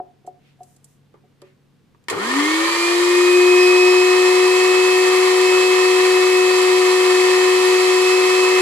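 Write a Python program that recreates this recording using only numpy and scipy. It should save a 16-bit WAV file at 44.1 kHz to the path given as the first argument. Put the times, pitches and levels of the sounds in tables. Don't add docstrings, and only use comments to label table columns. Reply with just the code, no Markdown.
import sys
import numpy as np
from scipy import signal
from scipy.fft import rfft, irfft, next_fast_len
from scipy.io import wavfile
from scipy.ndimage import uniform_filter1d, map_coordinates

SR = 44100
rng = np.random.default_rng(int(sys.argv[2]) if len(sys.argv) > 2 else 0)


def unload_wav(signal):
    wavfile.write(
        sys.argv[1],
        SR,
        np.round(np.clip(np.atleast_2d(signal).T, -1, 1) * 32767).astype(np.int16),
    )


N = 379701
T = np.arange(N) / SR
SWITCH_ON_S, MAINS_HZ = 2.101, 50
FULL_SPEED_HZ, BLADES = 368.4, 7

# frequency in Hz, relative level in dB.
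AIR_SPECTRUM = [(15, -50), (25, -18), (69, -26), (142, -14), (191, -16), (243, -16), (326, -23),
                (501, -23.5), (557, -31), (3600, -40), (6030, -46), (15000, -55)]
# frequency in Hz, level in dB.
APPLIANCE_TONES = [(140, -63.5), (98, -72)]
# frequency in Hz, time to fall 60 dB in seconds.
KITCHEN_T60 = [(200, 0.59), (2000, 0.27), (10000, 0.044)]
# frequency in Hz, left minus right in dB.
PORT_BALANCE = [(370, 1), (780, -1), (1000, -3.5), (1300, 2.5), (2400, 0), (4200, -0.5), (5300, -6.5),
                (6800, -8.5), (8000, -24), (9100, 7), (9900, 20), (11500, 14.5), (14000, 9.3)]
# frequency in Hz, correlation from 0 to 1.
PORT_COHERENCE = [(60, 0.9), (300, 0.7), (630, 0.46), (1100, 0.48), (3000, 0), (6600, 0.16)]
# frequency in Hz, gain in dB.
CASING_SPECTRUM = [(60, -28), (150, -24), (230, -14), (450, -6.5), (700, -5), (1500, -2.5), (2700, -1.5),
                   (5600, -8.5), (7800, -6.5), (8800, -12), (10800, -11.5), (14300, -31)]
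# centre in Hz, width in Hz, gain in dB.
CASING_MODES = [(362, 152, 14), (553, 22, 4.5), (970, 296, 9.5), (1167, 320, 11.5), (1831, 95, 15.5),
                (2160, 330, 8), (3164, 380, 5), (4150, 170, 7), (4730, 450, 5.5)]
# centre in Hz, width in Hz, gain in dB.
ECHO_PEAKS = [(624, 61, -6), (870, 28, -4), (1385, 110, 1.5), (1563, 71, -6), (1644, 50, 6), (1700, 28, -9),
              (2527, 49, 6), (2734, 67, -6), (7620, 160, 4.5)]
# frequency in Hz, relative level in dB, time to fall 60 dB in seconds.
BODY_MODES = [(377, -4, 0.14), (419, -3, 0.074), (562, -10, 0.15), (728, 1.5, 0.074), (790, -24, 0.039),
              (1210, -27, .04)]
# start in seconds, gain in dB, extra gain below 600 Hz in dB, attack in seconds.
BODY_KNOCKS = [(0.001, -20.5, -10.5, 0.00041), (0.246, -43.5, 2, 0.0026), (0.275, -23, -11, 0.0027),
               (0.589, -44, -12, .008), (0.605, -25, -17, 0.008), (0.764, -56, -8, 0.0027),
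               (1.237, -48, 1, 0.0068), (1.42, -54, 23, 0.0049)]
# start in seconds, level in dB,
# tilt in dB per octave, time to fall 60 dB in seconds.
HARD_CONTACTS = [(0.265, -51, 14, 0.078), (0.633, -46, 17, 0.045), (0.764, -49, 17, .03),
                 (0.843, -42.5, 23, 0.048), (1.141, -46, -11, 0.13), (1.418, -50, -10, 0.19),
                 (1.418, -44, 5, 0.027), (1.947, -52, -6, .05), (2.04, -56, 8, .03), (2.084, -20, 0, 0.077),
                 (2.099, -20, 4, 0.096)]
# time of the peak in seconds, level in dB, centre in Hz, spread in seconds.
FINGER_RUBS = [(0.482, -63, 2500, 0.042), (0.702, -63, 7900, .06), (0.9, -65, 7800, .05),
               (1.468, -62, 2000, .04)]
# deficit in turns per second, time constant in seconds.
SPEED_DEFICITS = [(211.9, .16), (81.4, .56)]
# frequency in Hz, relative level in dB.
STATOR_SPECTRUM = [(60, -40), (100, -24.5), (250, -10), (410, 5.0), (480, 0), (555, -15), (700, -8),
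                   (1400, -9.5), (3000, -44.5)]
# shaft multiple, mains multiple, base level in dB.
MAINS_SIDEBANDS = [(1, 2, -33.5), (1, -2, -56), (1, 4, -52), (2, -2, -47), (2, 2, -49), (3, -2, -37),
                   (3, 4, -44), (6, 2, -49.5)]
# shaft multiple, base level in dB.
BEARING_TONES = [(1.441, -45.5), (5.247, -38.5), (5.612, -38), (8.74, -49.5), (12.435, -42.5)]
# shaft multiple (rounded for the pitch), level in dB, left minus right in dB.
SHAFT_ORDERS = [(3.87, -49.5, 11), (5.02, -37.5, 30), (5.9, -36.5, 6), (9, -46.5, -32), (10, -44.5, -7),
                (10.7, -40, 9), (12, -42, -36), (20, -44, -8), (21.6, -48, -6)]
# centre in Hz, width in Hz, gain in dB.
HIGH_PEAKS = [(1840, 120, 5), (1890, 63, -12), (2130, 140, 5), (2413, 34, 7), (2458, 16, -19),
              (2510, 32, 6.5), (2543.4, 36, 11), (3420, 220, 3), (4540, 140, 8), (4745, 130, 10),
              (5094, 44, 9)]
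# centre in Hz, width in Hz, gain in dB.
LOW_PEAKS = [(259, 22, -1.5), (283, 23, 8), (338, 13.4, -8), (360.65, 13.2, 7), (436, 35.4, -9.5),
             (558, 24, 6), (664, 36, -18.5), (694, 14, 5.5), (711, 11, -13.5), (726.7, 13, 4.5)]
# time in seconds, base level in dB.
WHISTLE_DRIFT = [(4.35, -31.5), (4.87, -27), (5.34, -35), (5.53, -26), (6.11, -31.5), (6.4, -29),
                 (6.67, -33.5), (8.01, -32), (8.08, -27.5), (8.27, -30.5), (8.39, -27.5), (8.6, -28.5)]


def amp(db):
    return 10 ** (np.asarray(db) / 20)


def unit(x):
    return x / np.sqrt(np.mean(x ** 2) + 1e-20)


def along(points, hz):
    knots_hz, values = np.transpose(points)
    return np.interp(np.log(hz + 1), np.log(knots_hz + 1), values)


def wobble(rate):
    knots = rng.standard_normal(int(N * rate / SR) + 4)
    return map_coordinates(knots, [T[::16] * rate]).repeat(16)[:N]


def filtered(x, response):
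    size = next_fast_len(x.shape[-1] + 8192)
    return irfft(rfft(x, size) * response(np.fft.rfftfreq(size, 1 / SR)), size)[..., :x.shape[-1]]


def pan(db):
    ratio = np.atleast_1d(amp(db))
    return np.array([ratio, np.ones_like(ratio)]) * np.sqrt(2 / (1 + ratio ** 2))


def tone(cycles, db, side_db=0, lead=0):
    phase = (2 * np.pi * (cycles % 1)).astype(np.float32)
    return np.sqrt(2) * amp(db) * pan(side_db) * np.sin([phase + lead / 2, phase - lead / 2])


def at_ports(pair, colour_db, lag_s=.00008):
    angle = lambda hz: np.arccos(np.clip(along(PORT_COHERENCE, hz), -1, 1)) / 2
    mid, side = filtered(pair, lambda hz: amp(colour_db(hz)) * [np.cos(angle(hz)), np.sin(angle(hz))])
    left_first = lambda hz: np.exp(np.outer([1j, -1j], np.pi * hz * lag_s))
    ports = lambda hz: pan(along(PORT_BALANCE, hz)) * left_first(hz)
    return filtered(np.array([mid + side, mid - side]), ports)


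def peaks_db(peaks, hz):
    return sum(db / (1 + (2 * (hz - centre) / width) ** 2) for centre, width, db in peaks)


def casing_db(hz):
    return along(CASING_SPECTRUM, hz) + peaks_db(CASING_MODES + ECHO_PEAKS, hz)


def sweep_db(hz):
    gain_db = casing_db(np.abs(hz[::256]))
    return np.interp(T, T[::256], gain_db - gain_db[-1])


def growth_db(speed, power):
    return 20 * power * np.log10(speed / FULL_SPEED_HZ)


def background(air_db=-59.5):
    noise = rng.standard_normal(N) + 0.98 * rng.standard_normal((2, N))
    air = filtered(noise, lambda hz: amp(along(AIR_SPECTRUM, hz)))
    hum = sum(tone(hz * T + 0.13 * wobble(5.0), db + 2.7 * wobble(4.1)) for hz, db in APPLIANCE_TONES)
    return amp(air_db) * unit(air) + hum * np.clip(1 - (T - SWITCH_ON_S) / .3, 0, 1)


def kitchen(x):
    hz, t, noise = signal.stft(rng.standard_normal((2, SR // 2)), SR, nperseg=256)
    decay = amp(-60 * t / along(KITCHEN_T60, hz)[:, None])
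    tail = signal.istft(noise * decay, SR, nperseg=256)[1]
    return signal.fftconvolve(x, tail / np.linalg.norm(tail[0]), axes=1)[:, :N]


def bowl(x, t60, wet_db):
    t = np.arange(SR // 10) / SR
    echoes = rng.standard_normal((2, len(t))) * amp(-60 * t / t60) * (t > .003)
    echoes *= amp(wet_db) / np.linalg.norm(echoes[0])
    return x + signal.fftconvolve(x, echoes, axes=1)[:, :N]


def handling():
    out, t = np.zeros((2, N + SR)), np.arange(SR // 2) / SR
    for start, db, low_db, attack in BODY_KNOCKS:
        ring = sum(amp(level + low_db * (hz < 600) - 60 * t / t60) * np.sin(2 * np.pi * hz * t)
                   for hz, level, t60 in BODY_MODES)
        out[:, round(start * SR):][:, :len(t)] += amp(db) * ring * (1 - np.exp(-t / attack))
    for start, db, tilt_db, t60 in HARD_CONTACTS:
        colour_db = lambda hz: casing_db(hz) + tilt_db * np.log2(np.clip(hz, 400, 7500))
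        click = unit(at_ports(rng.standard_normal((2, len(t))), colour_db))
        out[:, round(start * SR):][:, :len(t)] += amp(db - 60 * t / t60) * click
    for peak_s, db, centre_hz, spread_s in FINGER_RUBS:
        band = lambda hz: 1 / (1 + np.log2((hz + 1) / centre_hz) ** 2 / 0.37)
        rub = unit(filtered(rng.standard_normal((2, len(t))), band))
        swell = np.exp(-((t - t.mean()) / spread_s) ** 2 / 2)
        out[:, round((peak_s - t.mean()) * SR):][:, :len(t)] += amp(db) * rub * swell
    return out[:, :N]


def shaft_speed(sway_hz=.7, sway_period_s=3.5, lightest_load_s=5.3):
    running_s = np.maximum(T - SWITCH_ON_S, 0)
    lacking = sum(deficit * np.exp(-running_s / tau) for deficit, tau in SPEED_DEFICITS)
    return FULL_SPEED_HZ - lacking + sway_hz * np.cos(2 * np.pi * (T - lightest_load_s) / sway_period_s)


def inrush(growl_db=-27, fade_s=0.23):
    since_on = T - SWITCH_ON_S
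    pulses = np.diff(np.floor(2 * MAINS_HZ * T), prepend=0) * amp(1.5 * wobble(60))
    grit = pulses + 0.062 * rng.standard_normal((2, N))
    growl = unit(at_ports(grit, lambda hz: along(STATOR_SPECTRUM, hz)))
    stall_buzz = tone(2 * MAINS_HZ * T, -47) * np.exp(-((since_on - .04) / .04) ** 2 / 2)
    return amp(growl_db) * growl * np.exp(-(since_on / fade_s) ** 2 / 2) + stall_buzz


def sidebands_and_bearings(turns, speed):
    out = np.zeros((2, N))
    for order, mains_multiple, db in MAINS_SIDEBANDS:
        offset_hz = mains_multiple * MAINS_HZ
        hz = order * speed + offset_hz
        level_db = db + 1.53 * sweep_db(hz) + peaks_db(LOW_PEAKS, hz)
        out += tone(order * turns + offset_hz * T, level_db + min(0.87 * order, 3) * wobble(14))
    for order, db in BEARING_TONES:
        slip = 0.027 * order * wobble(25)
        out += tone(order * turns + slip, db + 2.6 * wobble(19), lead=1.0)
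    return out * amp(growth_db(speed, power=4.7))


def shaft_orders(turns, speed, flare_db=4.0):
    out = np.zeros((2, N))
    gliding = np.sqrt(np.clip(np.abs(1 - speed / FULL_SPEED_HZ) / .12, 0, 1))
    for order, db, side_db in SHAFT_ORDERS:
        hz = order * speed
        swell_db = sweep_db(hz) + peaks_db(HIGH_PEAKS, hz) - peaks_db(HIGH_PEAKS, order * FULL_SPEED_HZ)
        level_db = db + growth_db(speed, power=2.8) + 0.33 * swell_db
        waver_db = 2 * wobble(22) + flare_db * gliding * np.tanh(wobble(11))
        cycles = round(order) * turns + 0.0059 * order * wobble(40)
        out += tone(cycles, level_db + waver_db, side_db, lead=1.0)
    return out


def gears_and_brushes(turns, speed, gear_db=-22.5, brush_db=-24.5, split_hz=3500, clashes_per_s=2500):
    lowpass_db = lambda hz: -10 * np.log10(1 + (hz / split_hz) ** 4)
    highpass_db = lambda hz: -10 * np.log10(1 + (split_hz / (hz + 1)) ** 4)
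    clashes = unit((rng.random(N) < clashes_per_s / SR) * rng.standard_normal((2, N)))
    mesh = (clashes + 1.14 * rng.standard_normal((2, N))) * amp(1.1 * wobble(70) + 0.45 * wobble(9))
    mesh = bowl(mesh, t60=.15, wet_db=-11)
    rattle = unit(at_ports(mesh, lambda hz: casing_db(hz) + lowpass_db(hz)))
    scrape = rng.standard_normal((2, N)) * (1 + 0.05 * np.sin(2 * np.pi * turns))
    scrape *= amp(0.26 * wobble(150) + 0.38 * wobble(12))
    scrape = bowl(scrape + .35 * clashes, t60=.06, wet_db=-7)
    hiss = unit(at_ports(scrape, lambda hz: casing_db(hz) + highpass_db(hz)))
    chatter = amp(gear_db) / (1 + (0.52 * FULL_SPEED_HZ / speed) ** 9)
    take_up = amp(-25.5) * np.exp(-np.maximum(T - SWITCH_ON_S, 0) / 0.07)
    return (chatter + take_up) * rattle + amp(brush_db + growth_db(speed, power=1.9)) * hiss


def fan_whistle(turns, speed):
    hz = BLADES * speed
    drift_db = np.interp(T, *np.transpose(WHISTLE_DRIFT)) + 1.5
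    whistle_db = drift_db + growth_db(speed, power=0.78) + peaks_db(HIGH_PEAKS, hz) + 0.7 * wobble(40)
    octave_db = -40 + growth_db(speed, power=2.6) + peaks_db(HIGH_PEAKS, 2 * hz)
    octave_db += 1.5 * wobble(2.55) + 2 * wobble(25)
    return (tone(BLADES * turns, whistle_db, side_db=-3, lead=0.94)
            + tone(2 * BLADES * turns, octave_db, side_db=-8, lead=2.1))


def rotor_hum(turns, speed, settle_db_per_s=0.24):
    settled_db = settle_db_per_s * (T - SWITCH_ON_S)
    hum_db = -15 + growth_db(speed, power=4.3) + peaks_db(LOW_PEAKS, speed) - settled_db
    octave_db = -29 + growth_db(speed, power=12) + peaks_db(LOW_PEAKS, 2 * speed) - settled_db
    return (tone(turns, hum_db + 0.33 * wobble(14), side_db=3.5, lead=.33)
            + tone(2 * turns, octave_db + 0.45 * wobble(18), side_db=10.5, lead=1.3))


def grinder(jitter=0.001067):
    speed = shaft_speed() * (1 + jitter * wobble(30))
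    turns = np.cumsum(speed) / SR
    powered = np.clip((T - SWITCH_ON_S) / 0.016, 0, 1)
    parts = (rotor_hum, fan_whistle, shaft_orders, sidebands_and_bearings, gears_and_brushes)
    return powered * (inrush() + sum(part(turns, speed) for part in parts))


def scene():
    hands = handling()
    reverberation = amp(-17) * kitchen(hands)
    return grinder() + hands + reverberation + background()


def record(dry, knee_db=-15, cut_per_db=0.22, window_s=0.25, top_hz=15100):
    power = np.abs(uniform_filter1d(np.mean(dry ** 2, axis=0), int(window_s * SR)))
    over_db = np.maximum(10 * np.log10(power + 1e-12) - knee_db, 0)
    return filtered(dry * amp(-cut_per_db * over_db), lambda hz: hz < top_hz)


dry = scene()
out = record(dry)
unload_wav(out)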